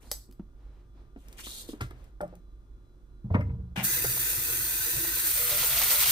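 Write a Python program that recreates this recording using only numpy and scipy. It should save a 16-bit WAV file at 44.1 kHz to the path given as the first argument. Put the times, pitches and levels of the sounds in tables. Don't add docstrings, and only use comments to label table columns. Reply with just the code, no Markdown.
import sys
import numpy as np
from scipy import signal
from scipy.fft import rfft, irfft, next_fast_len
from scipy.io import wavfile

SR = 44100
rng = np.random.default_rng(int(sys.argv[2]) if len(sys.argv) > 2 else 0)


def put_to_file(sound):
    columns = np.atleast_2d(sound).T
    safe = np.clip(columns, -1, 1)
    whole_steps = np.round(safe * 32767)
    wavfile.write(sys.argv[1], SR, whole_steps.astype(np.int16))


N = 269451
TIME = np.arange(N) / SR

# (frequency [Hz], level [dB])
RUMBLE_SPECTRUM = [(12, -35.5), (20, -3.5), (32, -3.5), (54, -1.5), (72, -15), (124, -14.5), (155, -25),
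                   (256, -25), (357, -23.5), (387, -28), (433, -32), (753, -40.5), (1210, -41), (1930, -53),
                   (15000, -60.5)]
RUMBLE_DB = -50
# (frequency [Hz], level [dB])
HUM_TONES = [(48.4, -52.5), (355.3, -77), (1190, -83), (1308, -93.5), (1427, -85), (3445, -93),
             (3984, -92.5)]

# (time [s], length [s], level [dB], scrape pitch [Hz])
SLIDES = [(0, 0.24, -64.5, 4740), (0.101, 0.026, -47, 4820), (1.165, 0.32, -71.5, 2630),
          (1.366, 0.039, -47.5, 2900), (1.421, 0.19, -45, 3950), (1.667, 0.031, -51, 3480),
          (1.801, 0.013, -52.5, 3500), (1.944, 0.13, -78, 3470)]
# (frequency [Hz], level [dB])
BEAN_SPECTRUM = [(400, -8.5), (1000, -14.5), (1500, -3), (2600, -11.5), (3600, 4.5), (5200, 3.5),
                 (7500, 13), (10000, 11), (13000, 11), (15000, 0)]
SLIDE_RISE_S, SLIDE_T60_S, TICK_T60_S = 0.026, 0.22, 0.011
# (time [s], length [s], level [dB])
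CARRIES = [(0, 0.033, -49.5), (0.539, 0.27, -63.5), (0.939, 0.021, -50.5), (1.2, 0.848, -57.5),
           (2.22, 0.11, -60.5)]
CARRY_RISE_S, CARRY_T60_S = 0.075, 0.37
# (frequency [Hz], level [dB])
RUSTLE_SPECTRUM = [(60, -3), (130, -11), (300, -6), (700, -15), (1500, -22.5), (4000, -31.5),
                   (15000, -55.5)]
# (time [s], level [dB], pitch [Hz], t60 [s], relative clack level [dB], clack top [Hz])
KNOCKS = [(.071, -55, 1200, .025, 2, 1500), (.116, -28, 600, 0.028, -10, 1500),
          (0.288, -44.5, 260, 0.1, -13, 500), (0.396, -24, 225.7, 0.045, -14, 450),
          (1.161, -32.5, 278, 0.062, -5, 500), (1.467, -37.5, 330, 0.036, 5, 1710),
          (1.689, -23.5, 330, 0.041, -18, 900), (1.732, -27, 302, 0.07, -15.5, 1000),
          (1.808, -31, 290, 0.085, 2, 2900), (1.909, -37, 376, 0.038, -1, 1600),
          (4.044, -27, 560, 0.03, 8, 1500)]
# (time [s], level [dB], relative ring level [dB])
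CLINKS = [(.115, -18.5, -4.5), (0.1194, -41, -7), (0.312, -46.5, -26), (0.325, -50.5, -8),
          (1.284, -38, -28), (1.3275, -35.5, -22), (1.689, -34, -19), (1.812, -28, -19),
          (1.9077, -44.5, -23), (2.042, -47.5, -23.5), (2.212, -33, -25), (2.278, -52, -25),
          (2.3536, -44.5, -27), (3.409, -47, -12)]
# (frequency [Hz], level [dB], t60 [s])
RIM_MODES = [(4650, -14, 0.082), (5144, -2, 0.028), (6140, -9, .04), (6930, -18, 0.038), (7340, -28, .07),
             (7880, -17.5, 0.19), (10250, -10, .04), (12400, -13, 0.11), (12500, -16.5, .11),
             (13290, -13.5, .1), (13800, -20.5, .07), (14060, -26.5, 0.073)]
TUMBLE_S, TUMBLE_HOLD_S, TUMBLE_DB, TUMBLE_RISE_S, TUMBLE_T60_S = 1.381, .016, -46, .008, .11

# (time [s], level [dB], pitch round which the struck spot responds [Hz])
SINK_BLOWS = [(1.808, -32, 90), (2.217, -36.5, 164), (3.243, -27.5, 171), (3.308, -20.5, 87),
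              (3.347, -18, 243), (3.351, -21.5, 83.6), (3.383, -25, 98.7), (3.775, -24.5, 155),
              (3.796, -30, 182), (4.055, -29.5, 130.6)]
# (frequency [Hz], level [dB], t60 [s])
SINK_MODES = [(67.6, -7, 0.81), (90.7, 2.5, 0.11), (119.2, -5, 0.36), (125.5, -12.5, 0.76),
              (177, -12, 0.52), (200, -3, 0.087), (227.4, -20, 0.22), (252.4, -24, 0.2), (296, -17.5, 0.36),
              (375.6, -22, 0.4), (461, -11.5, 0.55), (570, -21, 0.35), (810, -14, 0.3), (978, -5, 0.67)]
ROCK_S, ROCK_GAP_S, ROCK_DB, ROCK_LOSS_DB = 3.455, 0.034, -25, 2.5
ROCK_SPOTS = [81, 158]
# (frequency [Hz], level [dB])
RATTLE_SPECTRUM = [(250, 2), (600, -6), (1100, -17), (2200, -33), (3500, -34), (7000, -45), (15000, -44)]
# (time [s], level [dB], relative clack level [dB], pitch round which the touched spot rings [Hz])
CLATTERS = [(1.81, -40, 5, 1520), (3.304, -44, -19, 743), (3.345, -24.5, 4.5, 974), (3.359, -31.5, -4, 895),
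            (3.384, -43.5, -3, 746), (3.409, -43.5, 11, 1400), (3.494, -49.5, 3, 810),
            (4.044, -39, 7, 1500)]
# (frequency [Hz], level [dB], t60 [s])
EDGE_MODES = [(292, 4.5, 0.3), (440, 2.5, 0.13), (577, -1, 0.12), (650, 0.5, 0.048), (830, -16, 0.097),
              (976, -2, 0.047), (1150, -16, 0.025), (1270, -6.5, 0.059), (1400, -3, 0.044),
              (1870, -5, 0.044), (2050, -2.5, 0.05), (2340, -12, 0.044)]
# (frequency [Hz], level [dB])
CLACK_SPECTRUM = [(200, 3), (600, 20), (1300, 14), (2200, 20), (3500, -5), (7000, -32), (15000, -38)]
TOUCH_GAP_S, TOUCH_LOSS_DB, GRAZE_DB = 0.0046, 2.5, -9.5
SPOT_WIDTH_OCT = 0.45
# (time [s], level [dB])
NUDGES = [(1.81, -40.5), (2.207, -51), (3.407, -57)]
# (frequency [Hz], level [dB], t60 [s])
DISH_MODES = [(1200, -15, 0.056), (1300, -1, 0.11), (1383, 1, 0.11), (1644, -5, 0.13), (1940, -13, .08),
              (2360, -10, 0.065)]
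# (time [s], level [dB], top of the touch [Hz])
SET_DOWNS = [(2.2063, -40, 2200), (2.2164, -40, 700), (2.327, -51.5, 600)]
# (frequency [Hz], level [dB], t60 [s])
STRAINER_MODES = [(313, -11, 0.27), (367, -8, 0.28), (542, -2, 0.073), (593, 3, 0.091), (694, -12, .16),
                  (816, 4.5, 0.063), (1180, 6.5, 0.021), (1400, 1, 0.023), (1740, -8, 0.037)]

SPIT_S, SPIT_HOLD_S, SPIT_DB, SPIT_RISE_S, SPIT_T60_S = 3.758, 0.05, -33, 0.003, 0.18
# (frequency [Hz], level [dB])
SPUTTER_SPECTRUM = [(300, -1.5), (450, -12), (680, 3), (950, -2.5), (1250, -9), (2000, -4), (3000, -3.5),
                    (4500, -18.5), (8000, -19.5), (15000, -22.5)]
OPEN_S, OPEN_RISE_S, SURGE_DB, SETTLE_S = 3.837, 0.0099, 2, 0.32
STREAM_DB = -31
# (frequency [Hz], level [dB])
HISS_SPECTRUM = [(200, -25), (450, -22), (800, -18), (1200, -11.5), (1600, -9.5), (1950, -7), (2250, -12),
                 (2600, -7.5), (3050, -11.5), (3600, -9.5), (4700, -8.5), (5250, -10), (5700, -8.5),
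                 (8500, -0.5), (11500, 3), (15000, 5.5)]
# (time [s], level [dB])
SPURTS = [(3.844, 4), (3.929, 3.3)]
SPURT_S = 0.014
# (frequency [Hz], width [Hz], level [dB])
BASIN_RESONANCES = [(330.6, 28.6, 17), (471, 14, 14.5), (965, 64, 13), (1553, 33, 16.5), (1780, 35, 16.5),
                    (2005, 66, 17.5), (2597, 51, 15.5), (3690, 140, 10), (4035, 74, 17), (4616, 380, 10),
                    (6150, 150, 13.5), (6540, 190, 12.5)]
COVER_S, COVER_LENGTH_S, COVER_LOSS_DB = 5.29, 0.044, 18
# (frequency [Hz], level [dB])
DRUM_SPECTRUM = [(60, 8), (95, 0.5), (135, 3.5), (180, -16.5), (250, -12.5), (450, -19.5), (900, -21),
                 (4000, -70)]
DRUM_DB, DRUM_SURGE_DB, DRUM_SPLASH_LIFT_DB = -46, 0.5, 3
MESH_S, MESH_ENTRY_S, MESH_LIFT_DB, SPLASH_LIFT_DB = 5.11, 0.21, 2.5, 5.5
HOLLOW_HZ = 501

# (time [s], level [dB])
SPLASH_LEVELS = [(4.3, -65), (5.1, -47), (5.38, -38.5), (5.62, -34), (5.88, -32.5), (5.92, -28),
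                 (5.96, -32), (6.02, -28), (6.05, -33.5), (6.11, -27.5)]
# (frequency [Hz], level [dB])
SPATTER_SPECTRUM = [(200, 1), (350, -23), (550, -6), (800, 4.5), (1300, 10), (1700, 3), (2100, 13),
                    (3800, 15), (6500, 10), (9000, -3), (11000, -23.5), (15000, -35)]
# (time [s], length [s], level [dB], centre [Hz])
SPLATS = [(4.167, 0.0097, -43, 600), (4.326, 0.018, -51, 550), (5.046, .008, -43, 680),
          (5.629, 0.007, -34, 830), (5.811, 0.011, -37, 840), (5.899, 0.018, -28.5, 4070),
          (6.02, 0.0051, -37, 1090)]
GURGLE_S, GURGLE_DB, GURGLES_PER_S = 5.35, -15.5, 90
# (frequency [Hz], width [Hz], level [dB])
BOWL_RESONANCES = [(476, 17, 10), (600, 27, -1), (1240, 62, 9), (1400, 41, 13.5), (1995, 190, 13.5)]
# (time [s], level [dB], starting pitch [Hz], t60 [s])
GLUGS = [(5.358, -48.5, 600, 0.24), (5.392, -46.5, 485, 0.93), (5.512, -38, 589, 0.19),
         (5.635, -37.5, 493, 0.082), (5.762, -44.5, 686, 0.22), (5.812, -41, 1180, 0.064),
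         (5.858, -45, 940, 0.1), (5.905, -39.5, 614, 0.091), (5.945, -42, 589, 0.17),
         (6.02, -36, 1240, 0.022)]

KITCHEN_T60_S = 0.22
# (frequency [Hz], side gain [dB])
SIDE_WIDTH = [(15, -12.5), (100, -16), (500, -12), (1500, 0.5), (2300, -0.5), (3000, -4), (7000, 2.5),
              (9000, -16), (12000, -6), (15000, -14)]
# (frequency [Hz], share [0-1])
PORT_DIPS = [(100, 0.05), (6000, 0.22), (9000, 1), (11000, 1), (15000, 0.94)]
# (frequency [Hz], level [dB])
LEFT_BALANCE = [(10, -5), (100, 0.5), (500, -0.5), (1200, 2), (2500, 5), (4500, -0.8), (15000, -0.5)]
# (frequency [Hz], side gain [dB])
AHEAD_WIDTH = [(200, -14), (600, -9), (2000, -7), (4000, -5), (7000, 0), (10000, 0.5), (15000, -0.5)]
LEFT_LAG_S = .00022
TURN_S, TURN_LENGTH_S = 0.84, 0.25
CUTOFF_HZ = 15700


def from_db(db):
    return 10 ** (np.asarray(db) / 20)


def rms_one(x):
    return x / np.sqrt(np.mean(x ** 2) + 1e-20)


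def in_time(rows):
    s, *columns = np.transpose(rows)
    return [np.interp(TIME, s, c) for c in columns]


def colour(x, spectrum):
    size = next_fast_len(x.shape[-1] + 4096)
    hz = np.maximum(np.fft.rfftfreq(size, 1 / SR), 1)
    points, db = np.transpose(spectrum)
    gain = from_db(np.interp(np.log(hz), np.log(points), db))
    gain = gain * np.minimum(hz / points[0], 1) ** 2
    return irfft(rfft(x, size) * gain, size)[..., :x.shape[-1]]


def low_pass(x, top_hz):
    return signal.sosfilt(signal.butter(2, top_hz, fs=SR, output="sos"), x)


def drift(rate):
    r = np.exp(-80 * np.pi * rate / SR)
    slow = signal.lfilter([1], [1, -2 * r, r * r], rng.standard_normal(N // 40 + 2002))[2000:]
    return np.interp(np.arange(N) / 40, np.arange(len(slow)), rms_one(slow))


def ring(clicks, hz, t60):
    r, w = from_db(-60 / (t60 * SR)), 2 * np.pi * hz / SR
    return signal.lfilter([0, np.sin(w)], [1, -2 * r * np.cos(w), r * r], clicks + 1e-18)


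def resonate(x, hz, width_hz):
    r = np.exp(-np.pi * width_hz / SR)
    feed = np.array([1, 0, -1]) * (1 - r * r) / 2
    return signal.lfilter(feed, [1, -2 * r * np.cos(2 * np.pi * hz / SR), r * r], x)


def fade(t60):
    return from_db(-60 * TIME[:SR // 2] / t60)


def swell(s, hold_s, rise_s, t60):
    rise = np.clip((TIME - s) / rise_s, 0, 1)
    return rise * from_db(-60 * np.clip((TIME - s - hold_s) / t60, 0, 2))


def add(track, s, sound):
    start = int(s * SR)
    track[..., start:start + sound.shape[-1]] += sound[..., :N - start]


def grains(per_s, spread_db):
    sizes = from_db(spread_db * np.minimum(rng.exponential(1, N), 4))
    born = rng.random(N) < per_s / SR
    return rms_one(born * sizes * rng.standard_normal((2, N)) / np.sqrt(per_s))


def kitchen(x, wet_db):
    tail = rng.standard_normal((2, SR // 2)) * fade(KITCHEN_T60_S) * (TIME[:SR // 2] > .003)
    tail /= np.sqrt(np.sum(tail ** 2) / 2)
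    return x + from_db(wet_db) * signal.fftconvolve(x[None], tail, axes=1)[:, :N]


def basin_walls(x, wet_db=-11, t60=0.053):
    echoes = rng.standard_normal(SR // 2) * fade(t60) * (TIME[:SR // 2] > .002)
    echoes /= np.sqrt(np.sum(echoes ** 2))
    return x + from_db(wet_db) * signal.fftconvolve(x, echoes[None], axes=1)[:, :N]


def from_side(x):
    size = next_fast_len(N + SR // 10)
    hz = np.fft.rfftfreq(size, 1 / SR)
    depth = np.clip(np.interp(hz, *np.transpose(PORT_DIPS)), 0, 1)
    dips = 1 - depth * np.abs(np.cos(2 * np.pi * hz * LEFT_LAG_S))
    mid = rfft((x[0] + x[1]) / 2, size)
    side = rfft(colour((x[0] - x[1]) / 2, SIDE_WIDTH), size) * dips
    lean = from_db(np.interp(hz, *np.transpose(LEFT_BALANCE)) / 2)
    left = (mid + side) * lean * np.exp(-2j * np.pi * hz * LEFT_LAG_S)
    right = (mid - side) / lean
    return irfft(np.array([left, right]), size)[:, :N]


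def from_ahead(x):
    mid, side = (x[0] + x[1]) / 2, colour((x[0] - x[1]) / 2, AHEAD_WIDTH)
    return np.array([mid + side, mid - side])


def room_tone():
    rumble = from_db(RUMBLE_DB) * rms_one(colour(rng.standard_normal((2, N)), RUMBLE_SPECTRUM))
    hum = np.zeros(N)
    for hz, db in HUM_TONES:
        level = from_db(db + 3 * drift(3.2)) * np.sqrt(2)
        hum += level * np.sin(2 * np.pi * hz * TIME + 0.17 * drift(1.2))
    return rumble + hum


def sliding_beans(level_db=1.5, scrape_db=-4.5, uneven_db=0.55, inertia_s=0.031, tick_db=-8):
    rattle = rms_one(colour(grains(6000, spread_db=1.0), BEAN_SPECTRUM))
    wires_hz = np.geomspace(3400, 13500, num=12)
    hits, dealt = grains(350, spread_db=1), rng.integers(0, len(wires_hz), N)
    ticks = rms_one(sum(ring(hits * (dealt == k), hz, TICK_T60_S) for k, hz in enumerate(wires_hz)))
    unsteady = rms_one(low_pass(rng.standard_normal((2, N)), 550))
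    levels = np.array([from_db(db + level_db) * swell(s, length, SLIDE_RISE_S, SLIDE_T60_S)
                       for s, length, db, _ in SLIDES])
    lag = np.exp(-1 / (inertia_s * SR))
    pitch = signal.lfilter([1 - lag], [1, -lag], np.array(SLIDES)[levels.argmax(axis=0), -1])
    scrape = unsteady * np.sqrt(2) * np.sin(2 * np.pi * np.cumsum(pitch) / SR)
    level = levels.max(axis=0) * from_db(uneven_db * drift(35))
    return level * (rattle + from_db(tick_db) * ticks + from_db(scrape_db) * scrape)


def carrying():
    level = sum(from_db(db) * swell(s, length, CARRY_RISE_S, CARRY_T60_S) for s, length, db in CARRIES)
    return level * rms_one(colour(rng.standard_normal((2, N)), RUSTLE_SPECTRUM))


def knocks(clack_length_ratio=1.2, clack_db=-7, low_ratio=.76, high_ratio=1.36, rise_s=0.0025):
    out, t = np.zeros(N), TIME[:SR // 2]
    modes = [(low_ratio, -.45), (1, .7), (high_ratio, .4)]
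    for s, db, hz, t60, hard_db, top_hz in KNOCKS:
        body = sum(g * np.sin(2 * np.pi * hz * ratio * t) for ratio, g in modes)
        body = body * fade(t60) * (1 - np.exp(-t / rise_s))
        clack = rms_one(low_pass(rng.standard_normal(len(t)), top_hz)) * fade(clack_length_ratio * t60)
        add(out, s, from_db(db) * (body + from_db(hard_db + clack_db) * clack))
    return out


def clinks(crack_t60=0.016, crack_db=-8.5, buzz=0.31):
    cracks, taps = np.zeros(N), np.zeros(N)
    for s, db, ring_db in CLINKS:
        add(cracks, s, from_db(db + crack_db) * rng.standard_normal(SR // 2) * fade(crack_t60))
        add(taps, s, from_db([db + ring_db]))
    cracks = signal.sosfilt(signal.butter(2, 380, "high", fs=SR, output="sos"), cracks)
    return cracks + sum(from_db(db) * ring(taps, hz, t60) * (1 + buzz * drift(220))
                        for hz, db, t60 in RIM_MODES)


def tumbling_beans(per_s=2300.0, low_hz=900, high_hz=3800, cycles=6.3):
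    pitches = np.geomspace(low_hz, high_hz, num=12)
    hits, dealt = grains(per_s, spread_db=3.0), rng.integers(0, len(pitches), N)
    rattle = rms_one(sum(ring(hits * (dealt == k), hz, cycles / hz) * hz for k, hz in enumerate(pitches)))
    return from_db(TUMBLE_DB) * swell(TUMBLE_S, TUMBLE_HOLD_S, TUMBLE_RISE_S, TUMBLE_T60_S) * rattle


def rocking(count=5):
    return [(ROCK_S + k * ROCK_GAP_S, ROCK_DB - k * ROCK_LOSS_DB, ROCK_SPOTS[k % 2]) for k in range(count)]


def sink_booms(rattle=0.022, rattle_t60=0.4, relative_width=0.62, level_db=-1.0, judder_db=3.5):
    force = np.zeros(N)
    for s, db, hz in SINK_BLOWS + rocking():
        push = rattle * rng.standard_normal(SR // 2) * fade(rattle_t60)
        push[0] = 1
        width_hz = relative_width * hz
        push = resonate(resonate(push, hz, width_hz), hz, width_hz)
        add(force, s, from_db(db + level_db) * push)
    return sum(from_db(db) * ring(force, hz, t60) * from_db(judder_db * drift(28))
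               for hz, db, t60 in SINK_MODES)


def shaken(boom, rattle_db=-18, growth=1.32):
    motion = np.sqrt(np.maximum(signal.lfilter([.004], [1, -.996], boom ** 2), 0))
    chatter = rms_one(colour(grains(4400.0, spread_db=-0.5), RATTLE_SPECTRUM))
    return boom + from_db(rattle_db) * motion.max() * (motion / motion.max()) ** growth * chatter


def clatters(count=3, clack_db=-10, clack_t60=0.028, uneven_db=2.0, buzz=0.99):
    taps, clacks = np.zeros((len(EDGE_MODES), N)), np.zeros(N)
    mode_hz = np.array(EDGE_MODES)[:, :1]
    for s, db, hard_db, spot_hz in CLATTERS:
        favour = 1 / (1 + (np.log2(mode_hz / spot_hz) / SPOT_WIDTH_OCT) ** 2)
        for k in range(-1, count):
            when = s + k * TOUCH_GAP_S * rng.uniform(.85, 1.15)
            gain = from_db(db + (GRAZE_DB if k < 0 else -k * TOUCH_LOSS_DB))
            uneven = from_db(uneven_db * rng.standard_normal(favour.shape))
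            add(taps, when, gain * favour * uneven * rng.choice([-1, 1], favour.shape))
            clack = rng.standard_normal(SR // 2) * fade(clack_t60)
            add(clacks, when, gain * from_db(hard_db + clack_db) * clack)
    out = clacks.std() * rms_one(colour(clacks, CLACK_SPECTRUM))
    for tap, (hz, db, t60) in zip(taps, EDGE_MODES):
        out = out + from_db(db) * ring(tap, hz, t60) * (1 + buzz * drift(55))
    return out


def crockery():
    taps = np.zeros(N)
    for s, db in NUDGES:
        add(taps, s, from_db([db]))
    return sum(from_db(db) * ring(taps, hz, t60) for hz, db, t60 in DISH_MODES)


def setting_down(scatter=0.065, scatter_t60=0.11, buzz=0.66):
    taps = np.zeros(N)
    for s, db, top_hz in SET_DOWNS:
        touch = scatter * rng.standard_normal(SR // 2) * fade(scatter_t60)
        touch[0] = 1
        add(taps, s, from_db(db) * low_pass(touch, top_hz))
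    return sum(from_db(db) * ring(taps, hz, t60) * (1 + buzz * drift(35)) for hz, db, t60 in STRAINER_MODES)


def spitting_tap():
    burst = from_db(SPIT_DB) * swell(SPIT_S, SPIT_HOLD_S, SPIT_RISE_S, SPIT_T60_S)
    return burst * rms_one(colour(grains(6000., spread_db=2.0), SPUTTER_SPECTRUM))


def basin_air(wander=.016, waver_db=2.0):
    out = 0
    for hz, width, db in BASIN_RESONANCES:
        cycles = np.cumsum(hz * (1 + wander * drift(3))) / SR
        narrow = signal.butter(1, width / 2, fs=SR, output="sos")
        churn = signal.sosfilt(narrow, rng.standard_normal((2, N)))
        out = out + from_db(db + waver_db * drift(5)) * churn * np.sin(2 * np.pi * cycles)
    return rms_one(out)


def stream(hiss_db=7.5, basin_db=-9, flutter_db=0.75, drum_flutter_db=3.0):
    surge = np.exp(-np.maximum(TIME - OPEN_S, 0) / SETTLE_S)
    in_mesh = np.clip((TIME - MESH_S) / MESH_ENTRY_S, 0, 1)
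    covered = np.clip((TIME - COVER_S) / COVER_LENGTH_S, 0, 1)
    splash_db, = in_time(SPLASH_LEVELS)
    caught = from_db(splash_db - splash_db.max())
    level_db = STREAM_DB + SURGE_DB * surge + MESH_LIFT_DB * in_mesh + SPLASH_LIFT_DB * caught ** 2
    spurt_db = sum(db * np.exp(-((TIME - s) / SPURT_S) ** 2) for s, db in SPURTS)
    drumming_db = DRUM_DB + DRUM_SURGE_DB * surge + DRUM_SPLASH_LIFT_DB * caught
    flow = (1 + np.tanh((TIME - OPEN_S) / OPEN_RISE_S)) / 2
    fizz = from_db(hiss_db + spurt_db) * rms_one(colour(grains(22000., spread_db=-3.0), HISS_SPECTRUM))
    basin = from_db(basin_db - COVER_LOSS_DB * covered) * basin_air()
    jet = from_db(level_db + flutter_db * drift(43)) * (fizz + basin)
    drum = rms_one(colour(rng.standard_normal((2, N)), DRUM_SPECTRUM))
    return flow * (jet + from_db(drumming_db + drum_flutter_db * drift(6.4)) * drum)


def hollow(x, echo=0.32, wander=0.025, dull_hz=5500):
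    then = TIME - (1 + wander * drift(4.9)) / (2 * HOLLOW_HZ)
    late = np.array([np.interp(then, TIME, channel) for channel in x])
    return x - echo * colour(late, [(20, 0), (dull_hz, 0), (15000, -12)])


def splash(spatter_db=-1, bubble_db=-7, cycles=25.0, surge_db=2.7,
           drops_per_s=25000.0, bubbles_per_s=2500.0):
    level_db, = in_time(SPLASH_LEVELS)
    share = from_db(level_db - level_db.max()) ** .5
    spatter = rms_one(colour(grains(drops_per_s * share, spread_db=2.0), SPATTER_SPECTRUM))
    pitches = np.geomspace(470, 4600, num=36)
    births, dealt = grains(bubbles_per_s * share, spread_db=1.8), rng.integers(0, len(pitches), N)
    bubbles = rms_one(sum(ring(births * (dealt == k), hz, cycles / hz) * hz ** 2.2
                          for k, hz in enumerate(pitches)))
    level = (TIME > OPEN_S) * from_db(level_db + surge_db * drift(12))
    return level * (from_db(spatter_db) * spatter + from_db(bubble_db) * bubbles)


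def splats(relative_width=1.0, rise_s=0.0014, t60=0.027):
    drops = grains(5400.0, spread_db=4.0)
    out = 0
    for s, length, db, hz in SPLATS:
        width_hz = relative_width * hz
        shower = rms_one(resonate(resonate(drops, hz, width_hz), hz, width_hz))
        out = out + from_db(db) * swell(s, length, rise_s, t60) * shower
    return out


def bubble(hz, t60, rise):
    t = TIME[:SR // 2]
    return fade(t60) * np.sin(2 * np.pi * hz * t * (1 + rise * np.minimum(t / t60, 1)))


def gurgle(low_hz=620, high_hz=2000, cycles=40.0, rise=0.06, spread_db=3.5):
    out = np.zeros(N)
    splash_db, = in_time(SPLASH_LEVELS)
    draws = rng.random((200, 3))
    times = GURGLE_S - np.cumsum(np.log(draws[:, 0])) / GURGLES_PER_S
    for s, (_, pitch, size) in zip(times[times < TIME[-1]], draws):
        hz = low_hz * (high_hz / low_hz) ** pitch
        gain = from_db(splash_db[int(s * SR)] + GURGLE_DB + spread_db * 2 * size)
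        add(out, s, gain * bubble(hz, cycles / hz, rise))
    return out


def bowl(level_db=-39, fill_s=0.041, follows=0.2):
    drops = grains(2500., spread_db=0.0)
    splash_db, = in_time(SPLASH_LEVELS)
    song = sum(from_db(db + 2 * drift(3.2)) * resonate(drops, hz, width) for hz, width, db in BOWL_RESONANCES)
    level = from_db(level_db + follows * (splash_db - splash_db.max()))
    return level * np.clip((TIME - GURGLE_S) / fill_s, 0, 1) * rms_one(song)


def glugs(rise=0.033):
    out = np.zeros(N)
    for s, db, hz, t60 in GLUGS:
        add(out, s, from_db(db) * bubble(hz, t60, rise))
    return out


def scene():
    booms = kitchen(sink_booms(), wet_db=-13)
    bumps = kitchen(knocks() + clatters() + setting_down() + crockery(), wet_db=-9)
    handling = kitchen(clinks(), wet_db=-6.0) + bumps + shaken(booms) + carrying()
    turned = np.clip((TIME - TURN_S) / TURN_LENGTH_S, 0, 1)
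    beans_and_tap = basin_walls(sliding_beans() + tumbling_beans() + spitting_tap() + hollow(stream()))
    landing = basin_walls(splash() + splats()) + kitchen(glugs() + gurgle(), wet_db=2.0) + bowl()
    at_side = turned * handling + beans_and_tap + room_tone()
    ahead = (1 - turned) * handling + landing
    return from_side(at_side) + from_ahead(ahead)


def record(dry, gain_db=0.5):
    size = next_fast_len(N + SR // 10)
    hz = np.fft.rfftfreq(size, 1 / SR)
    top_cut = np.clip((CUTOFF_HZ + 100 - hz) / 200, 0, 1)
    return from_db(gain_db) * irfft(rfft(dry, size) * top_cut, size)[:, :N]


dry = scene()
out = record(dry)
put_to_file(out)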